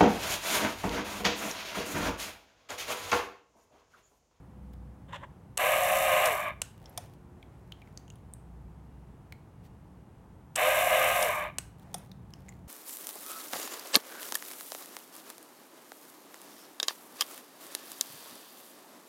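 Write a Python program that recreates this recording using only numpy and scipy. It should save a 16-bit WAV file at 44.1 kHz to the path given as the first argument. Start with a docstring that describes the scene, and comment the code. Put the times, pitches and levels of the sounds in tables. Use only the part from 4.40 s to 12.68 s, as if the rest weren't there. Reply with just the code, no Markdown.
"""Small bottle-cap filling line

A model filling line on a table, heard close up. Twice a relay starts a small plastic gear motor that drives
the belt, is switched off and coasts to rest; a second relay then clicks on and off.
A cap is scraped off the table and others tick under the fingers, over the low hum of a small room.
Gear blows and noise ring plastic shapes, short cracks make the clicks and ticks, sines make hum and tones."""
import sys
import numpy as np
from scipy import signal
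from scipy.fft import rfft, irfft, next_fast_len
from scipy.io import wavfile
from scipy.ndimage import uniform_filter1d, map_coordinates

SR = 44100
rng = np.random.default_rng(int(sys.argv[2]) if len(sys.argv) > 2 else 0)


def unload_wav(signal):
    """Save mono or channel-first audio to the path in sys.argv[1] as 16-bit WAV at rate SR, clipped to [-1, 1]."""
    wavfile.write(
        sys.argv[1],
        SR,
        np.round(np.clip(np.atleast_2d(signal).T, -1, 1) * 32767).astype(np.int16),
    )


N = 365059  # length in samples

# Belt runs. Each row: power on and power off in seconds, coasting time in seconds, tooth rate at full speed
# in hertz before any drag, then base levels in dB of the clean tooth tone, gear clatter and brush hiss.
BELT_RUNS = [(1.176, 1.859, .32, 546.7, -32, -32, -37.5), (6.158, 6.826, .325, 539.6, -33, -31, -37)]
# Once in each run the belt drags, which slows the motor and loads the gears. 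Each row: start and end in
# seconds, sag of the tooth rate in hertz, added clatter in dB.
BELT_DRAGS = [(1.67, 1.9, 17, 4), (6.498, 6.71, 15, 3)]
# Tone colours of the drive: housing, loaded gears, slack gears while coasting, and brushes.
# Each row: frequency in hertz, relative level in dB per hertz.
HOUSING_COLOUR = [(280, -37), (350, -23), (430, -32.5), (500, -14.5), (570, -7), (615, 0), (715, 1),
                  (770, -4.5), (880, -18), (950, -21), (1200, -48)]
GEAR_COLOUR = [(700, -35), (880, -11.5), (1050, 2), (1230, -1.5), (1330, -12), (1480, -9.5), (1620, 0.5),
               (1850, -6.5), (2020, -1), (2450, -2.5), (3000, -6), (3220, -16), (3700, -13), (4200, -22),
               (4600, -37.5), (6100, -66)]
SLACK_COLOUR = [(520, -41), (880, -7.5), (1010, -3.5), (1160, -0.5), (1350, -17.5), (1680, -6), (1850, -13),
                (2360, -4.5), (2760, -22.5), (3020, -15), (3240, -25.5), (3680, -24), (4700, -48),
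                (6110, -70), (10300, -120)]
BRUSH_COLOUR = [(2590, -32.5), (4400, -10.5), (4770, -16.5), (5730, -5.5), (6780, -7), (7510, -1.5),
                (8500, -4.5), (12100, -0.5), (13300, -0.5), (14300, -7), (15200, -8), (16000, -12.5)]
# Narrow resonances of the gearbox shell. Each row: frequency in hertz, relative level in dB.
SHELL_MODES = [(608.3, -38), (1233, -44.5), (1583, -57), (2186, -52.5), (2789, -52.5), (3591, -58)]
# Clean lines of the motor. Each row: multiple of the shaft rate, level in dB relative to the tooth tone.
MOTOR_LINES = [(9, 2), (12, -4.5), (18, -18), (21, -16)]
# Relay armatures snapping shut. Each row: time of the main hit in seconds, base level in dB, level of the
# first touch in dB relative to that, and how many seconds earlier the touch comes.
RELAY_CLOSINGS = [(1.176, -14.5, -15.5, 0.00323), (2.218, -16, -22, 0.00075), (6.1596, -14.5, -19, .0035),
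                  (7.1847, -16.5, -26.5, 0.00065)]
# Relay armatures springing back. Each row: time in seconds, base level in dB.
RELAY_OPENINGS = [(1.858, -21.5), (2.576, -26.5), (6.826, -21.5), (7.5425, -27.5)]
# Tone colours of the two relay clicks. Each row: frequency in hertz, relative level in dB per hertz.
CLOSING_COLOUR = [(240, -52), (400, -10), (700, -9.5), (2150, -12.5), (2880, -2.5), (3580, -13.5),
                  (4180, -9), (4950, -13), (6540, -5), (7400, -6), (8300, 2), (9400, -15), (10400, -6),
                  (12000, -16), (14600, -19), (16000, -37)]
OPENING_COLOUR = [(290, -39), (500, -11), (855, -0.5), (1640, -19.5), (2390, -8), (2650, -24.5),
                  (3440, -2.5), (3980, -16), (5020, -9), (6060, -6.5), (7980, -17), (9220, 0), (11300, -17),
                  (14700, -14), (16000, -35.5)]
# A cap sliding over the table, one long faint scrape with two short louder ones.
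# Each row: start and end in seconds, base level in dB, brightness from 0 (dull) to 1 (full).
SCRAPE_STROKES = [(0.679, 0.849, -54.5, 0.67), (.723, 0.763, -42, 0.93), (0.826, 0.841, -39, 0.21)]
# Tone colour of the scrape. Each row: frequency in hertz, relative level in dB per hertz.
SCRAPE_COLOUR = [(300, -37), (430, -19.5), (550, -1.5), (720, -11), (1010, 2), (1250, -10), (1860, -3.5),
                 (2270, -13), (2900, -8), (3500, -9.5), (4600, -33), (7500, -27.5), (10000, -38),
                 (16000, -49)]
# Light plastic ticks. Each row: time in seconds, wall ring in hertz and its base level in dB,
# rim ring in hertz and its base level in dB, dry snap level in dB.
CAP_TICKS = [(2.4575, 3260, -42, 5392, -38, -59), (2.4955, 3200, -60.5, 11460, -41.5, -69.5),
             (3.0278, 2280, -40, 3260, -45, -57.5), (3.321, 3050, -29.5, 6240, -44, -46.5),
             (3.4185, 2323, -40, 6200, -62, -57), (3.474, 2116, -45.5, 7000, -61.5, -61.5),
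             (3.5745, 4680, -33.5, 6150, -30.5, -49), (3.6794, 2900, -46.5, 6500, -50.5, -63),
             (3.7015, 2850, -40.5, 6600, -38.5, -56), (3.7565, 3180, -53.5, 9795, -49.5, -60),
             (3.937, 3800, -55, 8480, -29.5, -60), (4.9236, 2196, -33.5, 4150, -46, -42.5),
             (7.582, 6500, -47, 10430, -38, -61), (7.716, 3760, -38.5, 6000, -49, -48.5),
             (7.937, 2944, -41.5, 5300, -35, -49.5), (8.084, 2090, -38.5, 6700, -50, -55),
             (8.09, 2070, -38, 6900, -35, -50), (8.1237, 2100, -44.5, 4000, -58, -60.5)]
# Faint rustles of the hand. Each row: middle in seconds, level in dB, half the duration in seconds.
HAND_RUSTLES = [(0.337, -60.5, 0.0077), (2.636, -72, 0.076), (2.73, -72.5, 0.043), (5.256, -64.5, 0.033)]
# Fingers at work on the caps. Each row: start and end in seconds, loudest tick in dB, rubbing in dB.
FINGER_WORK = [(2.37, 2.74, -57, -62.5), (2.8, 3.824, -64.5, -69.5), (7.36, 7.7, -58, -62),
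               (7.899, 8.194, -61, -65.5)]
# Tone colour of skin on plastic. Each row: frequency in hertz, relative level in dB per hertz.
RUB_COLOUR = [(250, -20), (500, 2), (800, 2.5), (1200, -10), (2000, -9.5), (3500, -23), (7000, -23.5),
              (16000, -32)]
# Tone colour of the room air. Each row: frequency in hertz, relative level in dB per hertz.
AIR_COLOUR = [(25, -36), (40, -8.5), (62, -2.5), (120, -2), (200, -10.5), (290, -12.5), (450, -19),
              (600, -21.5), (850, -19.5), (1300, -28), (2200, -36.5), (4500, -46.5), (10000, -47),
              (16000, -54)]
# Slow swells of the low background. Each row: peak in seconds, half-width in seconds,
# rise of the hum in dB, rise of the rumble in dB.
LOW_SWELLS = [(.4, 0.485, 14, 7), (1.6, .15, 5, 4.5), (4.25, 0.52, 14, 3.5), (6.7, 0.16, 8.5, 1.5),
              (8.05, 1, 2.5, 6)]
# Faint tones that come and go in the room. 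Each row: start and end in seconds, pitch in hertz, level in dB.
FAINT_TONES = [(-.2, .75, 274.5, -64.5), (-.2, .7, 503, -66.5), (2.6, 3.45, 357, -63.5),
               (2.6, 6.103, 444.6, -72.5), (4.398, 5.901, 2859, -87)]
# How the room dies away. Each row: frequency in hertz, seconds to fall by 60 dB.
ROOM_DECAY = [(200, 0.315), (2500, 0.449), (8000, 0.3), (15000, .38)]
# More tone colours: dry snaps and rustles, finger ticks, rumble, and relay clicks spread by the room.
# Each row: frequency in hertz, relative level in dB per hertz.
SNAP_COLOUR = [(600, -1.5), (1500, -0.5), (2600, -0.5), (7000, -8), (11000, -10.5), (16000, -7.5)]
FINGER_TICK_COLOUR = [(1500, -6.5), (3500, 2.5), (6000, -5), (11000, -3.5), (16000, -3.0)]
RUMBLE_COLOUR = [(40, -41), (70, -7.5), (125, 0.5), (200, 0.0), (260, -19), (700, -54.5)]
DIFFUSE_COLOUR = [(400, -23.5), (1500, 7), (3000, -3), (8000, -3.5), (12000, -9), (16000, -13)]
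# Tone colour of ringing plastic. Each row: multiple of its pitch, relative level in dB per hertz.
PLASTIC_COLOUR = [(.5, -42), (0.845, -17), (1, 0), (1.206, -14), (2.02, -34), (3, -55)]

DRAG_RAMP_S = .07  # how fast a drag sets in and lets go
SPIN_UP_S, SLACKEN_S = .032, 0.1234  # time constant of the motor; time for unpowered gears to go slack
DRONE_DB, DRAG_DRONE_DB = -31.5, 1  # the housing at full speed, and its rise under a drag
SURGE_DB, SURGE_S = 4.5, .22  # extra clatter while the belt gets going, and how long it lasts
SLACK_DRONE_DB, SLACK_SHELL_DB = -9, -3.5  # slack gears drum less on the housing and ring the shell less
# while coasting each level follows this power of the speed
DRONE_POWER, CLATTER_POWER, HISS_POWER = .45, 0.163, 2.13
STALL_SPEED, STALL_POWER = 0.286, 2.6  # below this share of full speed the gears fall quiet, by this power
STROKE_ATTACK_S, STROKE_T60_S = .011, .04  # the rim catches; then seconds to fall 60 dB after a stroke
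HUM_HZ, HUM_DB, RUMBLE_DB = 61.93, -61.5, -59  # average hum pitch; low levels between swells
AIR_DB = -53
TONE_FADE_S = 0.123
TOP_HZ = 15800  # nothing is kept from here up


def gear_motor(run, drag):
    """The motor spins up, meshes its gears under load and coasts down once the power is cut."""
    on, off, coast, tooth_hz, whine_db, clatter_db, hiss_db = run
    drag_start, drag_end, sag_hz, drag_db = drag
    t = np.arange(N) / SR
    age = np.maximum(t - on, 0)
    spin_up = 1 - np.exp(-age / SPIN_UP_S)
    run_down = np.clip(1 - (t - off) / coast, 0, 1)
    speed = spin_up * run_down
    load = np.clip(.5 + np.minimum(t - drag_start, drag_end - t) / DRAG_RAMP_S, 0, 1)
    tooth_rate = speed * (tooth_hz - sag_hz * load) * (1 + .003 * wobble(40))
    teeth = np.cumsum(tooth_rate) / SR  # running count of teeth gone by
    shaft = teeth / 9  # turns of a nine-tooth pinion

    # the blows drum on the housing and ring the shell, and the gears chatter after each one
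    drum = tooth_blows(teeth, scatter=0.000487, pitch_error=.0006, uneven_db=1.5)
    drone = steady(colour(drum, HOUSING_COLOUR))
    mesh = tooth_blows(teeth, scatter=.00006, pitch_error=.0004, uneven_db=2.5)
    chatter = rng.standard_normal(N) * (1 + .5 * np.cos(2 * np.pi * teeth))
    loaded = 0.633 * steady(colour(mesh, GEAR_COLOUR)) + 0.656 * colour(chatter, GEAR_COLOUR)
    blows = tooth_blows(teeth, scatter=.0004, pitch_error=.0002, uneven_db=2)
    shell = 0.643 * steady(resonate(blows, SHELL_MODES, width_hz=24.3))

    # without power the gears go slack and rattle between their flanks
    slackness = np.clip((t - off) / SLACKEN_S, 0, 1)
    slack = 0.398 * steady(colour(blows, SLACK_COLOUR)) + 0.67 * colour(chatter, SLACK_COLOUR)
    clatter = np.sqrt(1 - slackness) * loaded + np.sqrt(slackness) * slack
    clatter += amp(SLACK_SHELL_DB * slackness) * shell

    # the brushes rub harder once a turn and bump over the three commutator segments
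    rubbing = np.cos(2 * np.pi * shaft) + np.cos(6 * np.pi * shaft) + np.cos(12 * np.pi * shaft)
    rub_db = (1 + 1.282 * slackness) * rubbing + 1.57 * wobble(300)
    hiss = colour(rng.standard_normal(N) * amp(rub_db), BRUSH_COLOUR)

    # the lines are strong only near full speed, where they meet the housing's resonances
    whine = np.zeros(N)
    for order, db in MOTOR_LINES:
        line = np.sin(2 * np.pi * round(order) * shaft)
        whine += line * amp(whine_db + db + 1.9 * wobble(12)) * speed ** 7

    # levels follow speed and load
    drone_db = DRONE_DB + DRAG_DRONE_DB * load + SLACK_DRONE_DB * slackness ** 2 + 0.9 * wobble(20)
    surge_db = SURGE_DB * np.exp(-(age / SURGE_S) ** 2)
    rattle_db = clatter_db + surge_db + drag_db * load + 0.48 * wobble(20)
    body = amp(drone_db) * run_down ** DRONE_POWER * drone
    body += amp(rattle_db) * run_down ** CLATTER_POWER * clatter
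    body += amp(hiss_db) * run_down ** HISS_POWER * hiss
    turning = spin_up ** .7 * np.clip(run_down / STALL_SPEED, 0, 1) ** STALL_POWER
    return whine + turning * body


def tooth_blows(teeth, scatter, pitch_error, uneven_db, count=9):
    """One blow per pinion tooth, each with its own strength and spacing error (s); backlash scatters them (s)."""
    at = np.flatnonzero(np.diff(np.floor(teeth)) > 0)
    late, size = rng.standard_normal((len(at), 2)).T
    # these errors repeat every turn of the pinion
    wear, offset = rng.standard_normal((count, 2))[np.arange(len(at)) % count].T
    shift = SR * (scatter * late + pitch_error * unit(offset))
    at = np.clip(np.round(at + shift).astype(int), 0, N - 1)
    return np.bincount(at, amp(uneven_db * (size + wear)), N)


def relays():
    """Armatures touch lightly, snap shut with a sharp click and rebound faintly.

    Springing back they bounce and ring the circuit board."""
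    shut, spring, board = np.zeros((3, N))
    t = np.arange(SR // 10) / SR
    for s, db, touch_db, lead in RELAY_CLOSINGS:
        add(shut, s - lead, amp(db + touch_db) * burst(t60=0.027))  # first touch
        add(shut, s, amp(db - 3.0) * burst(t60=0.00756))  # main hit
        add(shut, s + 0.0011022, amp(db - 11.5) * burst(t60=0.021))  # faint rebound
    board_ring = np.sin(2 * np.pi * 720 * t) * amp(-60 * t / 0.0418)
    for s, db in RELAY_OPENINGS:
        add(spring, s, amp(db - 1.5) * burst(t60=0.01844))
        add(spring, s + 0.0022, amp(db - 6.5) * burst(t60=.035))  # the bounce
        add(board, s + 0.00599, amp(db - 5.5) * board_ring)
    return colour(shut, CLOSING_COLOUR) + colour(spring, OPENING_COLOUR) + board


def scrape():
    """The rim of a cap sticks and slips across the table, as uneven noise mixed from bright and dull."""
    t = np.arange(N) / SR
    slips = unit(colour(rng.standard_normal(N) * amp(2 * wobble(500)), SCRAPE_COLOUR))
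    dull = unit(signal.lfilter(*signal.butter(2, 1700, fs=SR), slips))
    sound = np.zeros(N)
    for start, end, db, brightness in SCRAPE_STROKES:
        attack = np.clip((t - start) / STROKE_ATTACK_S, 0, 1)
        stroke = attack * amp(db - 60 * np.maximum(t - end, 0) / STROKE_T60_S)
        sound += stroke * (brightness * slips + (1 - brightness) * dull)
    return sound


def caps():
    """A tiny snap rings a thin plastic wall and rim at pitches set by the spot touched; fingers rustle."""
    rings, snaps = np.zeros((2, N))
    for s, wall_hz, wall_db, rim_hz, rim_db, snap_db in CAP_TICKS:
        add(rings, s, amp(wall_db - 8.5) * ring(wall_hz) + amp(rim_db - 9.0) * ring(rim_hz))
        add(snaps, s, amp(snap_db) * burst(t60=0.013))
    for s, db, half_length in HAND_RUSTLES:
        swell = np.hanning(round(2 * half_length * SR))
        add(snaps, s - half_length, amp(db) * swell * rng.standard_normal(len(swell)))
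    return rings + colour(snaps, SNAP_COLOUR)


def ring(hz):
    """A damped plastic resonance: a short crack coloured by a peak at the given pitch."""
    return colour(burst(t60=0.01947), [(ratio * hz, db) for ratio, db in PLASTIC_COLOUR])


def fiddling(count=20):
    """Fingers rub softly over thin plastic and make a scatter of tiny bright ticks."""
    ticks, rub = np.zeros((2, N))
    for start, end, db, rub_db in FINGER_WORK:
        swell = signal.windows.tukey(round((end - start) * SR))
        add(rub, start, amp(rub_db) * swell * rng.standard_normal(len(swell)))
        for when, softness in rng.random((count, 2)):
            add(ticks, start + when * (end - start), amp(db - 8.6 * softness) * burst(t60=0.02))
    return colour(rub * amp(1.6 * wobble(30)), RUB_COLOUR) + colour(ticks, FINGER_TICK_COLOUR)


def background():
    """Room air as noise, with a slowly swelling rumble, a wavering low hum and a few faint tones."""
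    t = np.arange(N) / SR
    air = amp(AIR_DB) * unit(colour(rng.standard_normal(N), AIR_COLOUR))
    hum_rise_db, rumble_rise_db = np.zeros((2, N))
    for peak, width, hum_db, rumble_db in LOW_SWELLS:
        swell = np.exp(-((t - peak) / width) ** 2)
        hum_rise_db += hum_db * swell
        rumble_rise_db += rumble_db * swell
    rumble = unit(colour(rng.standard_normal(N), RUMBLE_COLOUR))
    rumble *= amp(RUMBLE_DB + rumble_rise_db + 1.08 * wobble(8.5))
    hum = np.sin(2 * np.pi * np.cumsum(HUM_HZ + 1.3 * wobble(6.2)) / SR)
    hum *= amp(HUM_DB + hum_rise_db + 2.6 * wobble(5.8))
    tones = np.zeros(N)
    for start, end, hz, db in FAINT_TONES:
        tone = np.sin(2 * np.pi * np.cumsum(hz * (1 + 0.00579 * wobble(8))) / SR)
        fade = np.clip(np.minimum(t - start, end - t) / TONE_FADE_S, 0, 1)
        tones += tone * amp(db + 2.08 * wobble(5.04)) * fade
    return air + rumble + hum + tones


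def room(x):
    """The small room's answer, 5 ms later: a noise tail where each frequency dies at its own speed."""
    hz, t, z = signal.stft(rng.standard_normal(SR // 2), SR, nperseg=256)
    fade = amp(-60 * t / along(ROOM_DECAY, hz)[:, None])
    tail = signal.istft(z * fade, SR, nperseg=256)[1]
    delayed = np.pad(x, (round(.005 * SR), 0))
    return signal.fftconvolve(delayed, tail / np.linalg.norm(tail))[:N]


def scene():
    """Everything on the table, in the room."""
    drive = sum(gear_motor(run, drag) for run, drag in zip(BELT_RUNS, BELT_DRAGS))
    clicks, handling, slide = relays(), caps() + fiddling(), scrape()
    # part of each relay click reaches the walls as a diffuse, unpitched burst
    diffuse = colour(clicks * rng.standard_normal(N), DIFFUSE_COLOUR)
    echo = room(amp(-16) * drive + amp(-17.5) * clicks + amp(-19) * slide)
    echo += room(amp(-14.5) * handling + amp(-20) * diffuse)
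    return (drive + clicks + handling + slide + echo + background())[None]


def record(dry):
    """Cut off everything from TOP_HZ upward."""
    size = next_fast_len(N + SR // 2)
    keep = np.fft.rfftfreq(size, 1 / SR) < TOP_HZ
    return irfft(rfft(dry, size) * keep, size)[:, :N]


def amp(db):
    """Decibels to gain."""
    return 10 ** (np.asarray(db) / 20)


def unit(x):
    """x scaled to an average (rms) level of 1."""
    return x / np.sqrt(np.mean(x ** 2) + 1e-20)


def along(points, hz):
    """Read values between (Hz, value) points on a log frequency axis."""
    f, v = np.transpose(points)
    return np.interp(np.log(hz + 1), np.log(f + 1), v)


def wobble(rate):
    """A smooth random curve through about `rate` random points a second."""
    points = rng.standard_normal(int(N * rate / SR) + 4)
    return map_coordinates(points, [np.arange(N) * rate / SR])


def colour(x, spectrum, size=4096):
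    """x through a body of unit energy with the given spectrum, which answers only after each blow."""
    gain = np.maximum(amp(along(spectrum, np.fft.rfftfreq(size, 1 / SR))), 1e-6)
    # folding the cepstrum (the spectrum of the log spectrum) makes the body respond as early as it can
    cepstrum = irfft(np.log(gain))
    cepstrum[1:size // 2] *= 2
    cepstrum[size // 2 + 1:] = 0
    body = irfft(np.exp(rfft(cepstrum)))
    return signal.fftconvolve(x, body / np.linalg.norm(body))[:len(x)]


def resonate(x, modes, width_hz):
    """x through a bank of narrow (Hz, dB) resonances with alternating signs."""
    size = next_fast_len(N + SR // 2)
    f = np.fft.rfftfreq(size, 1 / SR)
    bank = 0
    for k, (hz, db) in enumerate(modes):
        damping = 1j * f * width_hz
        bank = bank + (-1) ** k * amp(db) * damping / (hz * hz - f * f + damping)
    return irfft(rfft(x, size) * bank, size)[:N]


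def add(track, s, sound):
    """Mix a short sound into the track at time s in seconds."""
    part = track[round(s * SR):][:len(sound)]
    part += sound[:len(part)]


def burst(t60, size=4096):
    """An evenly bright noisy crack, with the energy of a fade from 1 that falls 60 dB in t60 seconds."""
    fade = amp(-60 * np.arange(size) / SR / t60)
    crack = rng.standard_normal(size) * fade
    # flatten the spectrum while keeping a decay, so that the crack has no pitch of its own
    for _ in range(3):
        crack = irfft(np.exp(1j * np.angle(rfft(crack)))) * np.sqrt(fade)
    crack = irfft(np.exp(1j * np.angle(rfft(crack)))) * np.minimum(30 * fade, 1)
    return crack * np.linalg.norm(fade) / np.linalg.norm(crack)


def steady(x, size=2048):
    """x with its slow level held near 1; very quiet parts stay quiet."""
    power = np.abs(uniform_filter1d(x ** 2, size))
    return x / np.sqrt(power + power.max() / 1000)


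dry = scene()
out = record(dry)
unload_wav(out)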